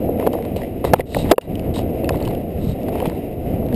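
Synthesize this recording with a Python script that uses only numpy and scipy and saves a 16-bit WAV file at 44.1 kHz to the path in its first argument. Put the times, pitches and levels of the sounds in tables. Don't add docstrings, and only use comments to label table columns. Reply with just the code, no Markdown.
import sys
import numpy as np
from scipy import signal
from scipy.io import wavfile
from scipy.ndimage import uniform_filter1d

SR = 44100
rng = np.random.default_rng(int(sys.argv[2]) if len(sys.argv) > 2 else 0)


def persist_wave(psi):
    counts = np.round(np.clip(psi, -1, 1) * 32767).astype(np.int16)
    wavfile.write(sys.argv[1], SR, np.atleast_2d(counts).T)


def boost(x):
    u = np.asarray(x, float) / 20
    return 10 ** u


N = 165375


def level(x, rms_db):
    return x * boost(rms_db) / np.sqrt(np.mean(x ** 2))


def band(x, hz, width_hz):
    return signal.lfilter(*signal.iirpeak(hz, hz / width_hz, fs=SR), x)


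def steep_band(x, hz, width_hz, second_width_hz):
    return band(band(x, hz, width_hz), hz, second_width_hz)


def ring(x, modes):
    out = 0
    for k, (hz, width_hz, db) in enumerate(modes):
        out = out + (-1) ** k * boost(db) * steep_band(x, hz, width_hz, 0.8 * width_hz)
    return out


def walk(rate_hz):
    hold = int(SR / rate_hz)
    steps = np.repeat(rng.standard_normal(N // hold + 1), hold)
    slewed = uniform_filter1d(uniform_filter1d(steps, hold), hold)
    return 0.76 * slewed[:N]


def grit(spread_db):
    grain_db = spread_db * np.minimum(rng.exponential(size=N), 6.5)
    return rng.standard_normal(N) * boost(grain_db)


def add(out, start_s, x):
    i = int(start_s * SR)
    out[i:i + len(x)] += x[:N - i]


# start in seconds, peak in dB, pitch in Hz, hold in ms.
KNOCKS = [(0.09, -10.5, 435, 6), (0.265, -4.5, 468, 1.9), (0.272, 3.5, 534, 1.2), (0.335, -7.5, 534, 2.1),
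          (0.35, -10.5, 540, 4.2), (0.562, -14, 463, 5.2), (0.842, -4.5, 534, 1.2), (0.849, 0, 490, 1.3),
          (0.875, -13, 580, 2.3), (0.9948, -9, 500, 4.6), (1.146, -16, 653, 3.5), (1.165, -7, 575, 4.3),
          (1.792, -5, 400, 0.8), (2.037, -7, 367, 3.7), (2.092, -13.5, 1025, 1.1), (2.105, -7, 523, 3.3),
          (2.885, -10.5, 485, 3.2), (3.024, -8, 513, 4.1), (3.055, -10, 476, 3.5), (.617, -17, 586, 2.2),
          (2.214, -15.5, 614, 2.5), (2.955, -13.5, 545, 2.6), (3.627, -19.5, 557, 2), (3.726, -17, 596, 2),
          (1.3122, 4.5, 422, .8), (1.244, -10.5, 300, 3.4)]
# start in seconds, peak in dB, pitch in Hz, hold in ms, 60 dB decay in seconds.
SLAPS = [
    (0.9344, 7, 538, 1.65, 0.005),
    (.9366, 1, 765, 4.9, 0.004),
    (0.9423, -4.5, 520, .8, 0.019),
    (1.3134, 3, 509, 2.2, 0.0048),
    (1.3152, 0.5, 680, 3.36, 0.011),
    (1.3162, 0, 346, 4.7, 0.0095),
    (1.325, -7, 450, 5.2, 0.0091),
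    (1.335, -12.5, 450, 3.3, 0.028),
    (1.3818, -2.5, 523, 2.1, 0.015),
    (2.276, -22.5, 966, 2.1, 0.021),
]
# start in seconds, peak in dB, pitch in Hz, hold in ms, 60 dB
# decay in seconds.
TAPS = [(.198, -23, 900, 1, 0.013), (0.226, -19.5, 1000, 1.5, 0.011), (.386, -24, 930, 1, 0.012),
        (.45, -28.5, 990, 1, 0.017), (.59, -30, 1000, 1, 0.014), (.617, -34, 1950, 2, .02),
        (.633, -30.5, 1960, 2.2, 0.017), (.647, -34, 2060, 1, .015), (1.006, -23, 1965, 2.4, 0.015),
        (1.252, -32, 2100, 1, .012), (1.759, -27, 3810, 1.5, .012), (1.766, -21.5, 985, 1, 0.018),
        (2.057, -35, 2700, 1, 0.013), (2.143, -21, 940, 1, .02), (2.257, -32, 2950, 2, .015),
        (2.954, -21, 880, 1.1, 0.022), (3.003, -22, 950, 2, .02), (3.034, -39, 2750, 1, .015),
        (3.099, -26, 900, 1, 0.018), (3.118, -28, 960, 1.6, 0.014), (1.3805, -19.5, 2700, 0.89, 0.0098),
        (1.3803, -13, 983, .8, 0.019), (2.0437, -26.5, 2620, 1.8, 0.014), (2.091, -18.5, 1770, 0.87, .01),
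        (3.001, -29, 3080, 1.7, 0.011), (1.358, -52, 2800, 2, .02)]


def knocks():
    knock_gain_db, knock_t60_s = -2, 0.017
    rows = [(s, db + knock_gain_db, hz, hold_ms, knock_t60_s, -4.5, -1, 0.0015)
            for s, db, hz, hold_ms in KNOCKS]
    rows += [(*row, -14.5, 1, 0.0006) for row in [*SLAPS, *TAPS]]
    out, t = np.zeros(N), np.arange(2600) / SR
    for start_s, db, hz, hold_ms, t60_s, second_db, push, attack_s in rows:
        attack = np.sin(np.pi / 2 * np.minimum(t / attack_s, 1)) ** 2
        decay = boost(-60 * np.maximum(t - hold_ms / 1000, 0) / t60_s)
        tone = 0
        for ratio, mode_db in [(1, 0), (1.39, second_db), (1.703, -15.5)]:
            tone = tone + boost(mode_db) * np.sin(2 * np.pi * hz * ratio * t)
        add(out, start_s, push * boost(db) * attack * decay * tone)
    return out


# start in seconds, peak in dB, pitch in Hz.
THUDS = [
    (0.926, -30, 130),
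    (0.9367, -3, 138),
    (1.194, -14, 118),
    (1.3142, -11, 290),
    (2.67, -9.5, 111),
    (2.692, -12.5, 108),
    (3.077, -5.5, 162),
]


def thuds():
    out, t = np.zeros(N), np.arange(2600) / SR
    for start_s, db, hz in THUDS:
        env = np.sin(np.pi * np.minimum(t * hz / 0.96, 1))
        add(out, start_s - 0.002, -boost(db) * env * np.sin(2 * np.pi * hz * t))
    return out


# start in seconds,
# peak in dB, pitch in Hz, 60 dB decay in seconds.
TICKS = [(0.1986, -24, 2140, 0.013), (0.2668, -19.5, 1740, 0.017), (0.2738, -21.5, 1550, 0.013),
         (0.332, -25, 2890, 0.018), (0.341, -29, 1950, 0.027), (0.4247, -26.5, 2130, 0.012),
         (0.562, -27.5, 2800, 0.024), (0.5668, -18, 2850, 0.013), (0.616, -31, 1990, 0.032),
         (0.632, -33, 1930, 0.022), (0.85, -15, 1960, 0.01), (1.0059, -24, 2000, 0.021),
         (1.147, -13, 1830, 0.013), (1.4114, -28.5, 2830, 0.029), (1.5548, -24.5, 3000, 0.011),
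         (1.595, -19.5, 2700, 0.0081), (1.7407, -22, 3780, 0.0087),
         (2.0433, -27, 1900, 0.016), (2.143, -29, 1670, 0.011), (2.172, -29, 2640, 0.023),
              (2.2036, -31, 2940, 0.016), (2.225, -26, 4530, 0.012), (2.2517, -25, 2930, 0.022),
              (2.2765, -24, 2930, 0.012), (2.35, -30, 2900, 0.02), (2.8841, -24.5, 1560, 0.018),
              (2.956, -25.5, 1960, 0.01), (3.0019, -23.5, 2400, 0.014), (3.018, -25, 2670, 0.014),
              (3.056, -22, 2130, 0.015), (3.0633, -26, 2600, 0.012), (3.082, -33, 4630, 0.013),
              (3.0985, -23, 1780, 0.0092), (3.7263, -30.5, 1900, 0.027),
         (.187, -43, 2300, 0.0099), (.2608, -31, 2800, .01), (0.452, -27, 2300, .012),
           (0.854, -25, 2420, .015), (.9946, -28, 2040, .012), (1.1907, -26.5, 3710, 0.031),
           (1.745, -29, 3000, .015), (1.7589, -30, 3000, .01), (1.768, -28, 2300, .015),
           (1.79, -26.5, 3000, 0.022), (2.1241, -30, 3800, .01), (2.1577, -27.5, 2070, .015),
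           (2.286, -29, 4330, 0.011), (2.72, -40, 2540, 0.0088), (2.833, -28, 3000, 0.0079),
           (2.892, -31, 3000, .012), (3.07, -25.5, 3200, .02), (3.6644, -32, 2500, .01),
           (3.687, -31, 2500, .01)]
# start in seconds, peak in dB, pitch in Hz, 60 dB decay in seconds.
CHATTER = [
    (0.9351, 6.5, 3170, 0.015),
    (0.9392, -1.5, 3420, 0.0097),
    (1.3122, -2, 2880, 0.013),
    (1.3156, 2.5, 3340, 0.014),
    (1.3185, 2.5, 2530, 0.013),
    (1.3218, -11, 2530, 0.015),
    (1.3802, -16, 1500, 0.008),
    (2.092, -1, 2520, 0.0098),
    (3.7445, -18.5, 2970, 0.019),
]


def ticks():
    rows = [(*row, -0.5) for row in TICKS]
    rows += [(*row, -9) for row in CHATTER]
    out, t = np.zeros(N), np.arange(1500) / SR
    for start_s, db, hz, t60_s, ring_db in rows:
        noise = rng.standard_normal(len(t))
        wide = level(band(band(noise, 1.16 * hz, 4000), 1.97 * hz, 5900), -6.5)
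        mode = level(band(noise, hz, 310), -4.0)
        crack = boost(-9.5) * wide + boost(ring_db) * mode
        add(out, start_s - 0.0005, boost(db - 60 * t / t60_s) * crack)
    return out


# start in seconds, length in seconds, level in dB, brightness in dB, swell in seconds.
RUBS = [(0.168, 0.14, -49.5, -21, 0.0087), (0.316, 0.18, -55, -16, 0.0087),
        (0.559, 0.069, -47.5, -3, 0.0046), (0.838, 0.072, -38, -3.5, .004),
        (0.953, 0.068, -39.5, -14.5, 0.014), (1.051, 0.2, -46.5, 10.5, 0.16),
        (1.213, 0.13, -43, -3.5, 0.043), (1.417, .07, -60, 2.5, 0.0027), (1.744, 0.085, -41.5, 3.5, 0.0055),
        (2.09, 0.26, -49, -6, 0.0066), (2.577, 0.18, -58.5, 12.5, 0.055), (2.908, 0.29, -50.5, -8, 0.022),
        (3.005, .09, -47, -24, .005), (3.72, .04, -50, -15, 0.011)]
# pitch in Hz, width in Hz, level in dB.
SQUEAK = [(3780, 280, 7), (4940, 9300, -7), (2650, 550, -1)]
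# pitch in Hz, width in Hz, level in dB.
SHELL = [(1380, 2200, -13), (2000, 630, 4), (2700, 980, 3.5), (3880, 490, -8.5), (4940, 1800, -7.5)]


def rubs(t):
    grain_db, fade_s = 4, 0.043
    scratch = grit(grain_db) * boost(9.7 * walk(120) + 2.0 * walk(40.5))
    body = level(band(band(scratch, 843, 350), 590, 420), 7.5)
    dull = level(ring(scratch, SHELL), 0) + body
    thin = level(ring(grit(grain_db) * boost(2 * walk(49.9)), SQUEAK), 0)
    out = 0
    for start_s, length_s, db, bright_db, swell_s in RUBS:
        rise, fall = (t - start_s) / swell_s, (start_s + length_s - t) / fade_s
        env = np.clip(np.minimum(rise, fall), 0, 1)
        out = out + env * boost(db) * (dull + boost(bright_db) * thin)
    return out


# pitch in Hz, width in Hz, level in dB.
BODY = [(237, 149, 3.5), (356.3, 183, -0.5), (491, 171, 2.5), (655.4, 177, -1.5), (733.3, 158, -3),
        (975, 270, -49)]


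def wheels(roll_db):
    bumps = walk(35.01)
    road = grit(2.95) * boost(0.89 * bumps)
    rumble = level(ring(road, BODY), -26) * boost(roll_db)
    fine_road = grit(2.3) * boost(2.5 * bumps + 0.25 * walk(60))
    hiss = level(ring(fine_road, SHELL), -50) * boost(0.24 * roll_db)
    return rumble + hiss


# frequency in Hz, level in dB per Hz.
WIND = [(20, 0), (40, -11.5), (70, 4), (120, -1.5), (220, -2.5), (350, -9), (600, -27.5), (1000, -73)]


def wind(gust_db):
    curve_hz, curve_db = np.transpose(WIND)
    puff = walk(14)
    out = 0
    for hz in 22 * 2 ** np.arange(0, 5.6, 0.5):
        band_db = np.interp(np.log(hz), np.log(curve_hz), curve_db)
        flicker_db = 3.0 * puff + 1.16 * walk(15)
        noise = steep_band(rng.standard_normal(N), hz, hz / 2.68, hz / 1.52)
        out = out + boost(band_db + flicker_db) * noise
    return level(out, -23.5) * boost(gust_db)


# start in seconds, depth in dB, hold in seconds, recovery in seconds.
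DUCKS = [
    (0.937, -10, 0.046, 0.044),
    (1.017, -10, 0.057, 0.11),
    (1.314, -24, 0.078, 0.11),
]


def duck(t):
    attack_s, gain_db = 0.0029, 0
    for start_s, depth_db, hold_s, recovery_s in DUCKS:
        fall = np.clip((t - start_s) / attack_s, 0, 1)
        recovery = np.clip(1 - (t - start_s - hold_s) / recovery_s, 0, 1)
        gain_db = gain_db + depth_db * fall * recovery
    return boost(gain_db)


# time in seconds, gust in dB, rolling in dB.
RIDE = [(0, 3, 4.5), (.2, -3.5, 6.5), (.4, -3, 2.5), (.7, -3.5, -0.5), (.8, -4, -3), (.9, 3.5, 0.5),
        (1.2, 2.5, 1), (1.55, 2.5, -0.5), (1.75, 5, 0.5), (1.95, 0, 2.5), (2.15, 4.5, 4), (2.45, -4, 0.5),
        (2.68, 4.5, -3.5), (2.82, -6, 3), (3.05, 0.5, 2.5), (3.35, -3, -1.5), (3.75, 1, 4)]


def scene():
    t = np.arange(N) / SR
    ride_s, gust_db, roll_db = np.transpose(RIDE)
    glove = knocks() + thuds() + ticks() + rubs(t)
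    bed = wheels(np.interp(t, ride_s, roll_db)) + wind(np.interp(t, ride_s, gust_db))
    return (glove + bed * duck(t))[None]


def roll_off(x):
    return signal.sosfilt(signal.butter(12, 16270, fs=SR, output="sos"), x)


def record(dry):
    alias_hz, top_hz, clip = 5420, 15250, 1.04
    x = signal.sosfilt(signal.butter(6, alias_hz, fs=SR, output="sos"), dry)
    x = signal.resample_poly(x, 40, 147, axis=1)
    x = np.clip(x, -clip, clip)
    held = np.repeat(x, 4, axis=1)
    x = signal.resample_poly(held, 147, 160, axis=1)[:, :N]
    mix = signal.sosfilt(signal.cheby1(12, 1, top_hz, fs=SR, output="sos"), x)
    return roll_off(mix)


dry = scene()
out = record(dry)
persist_wave(out)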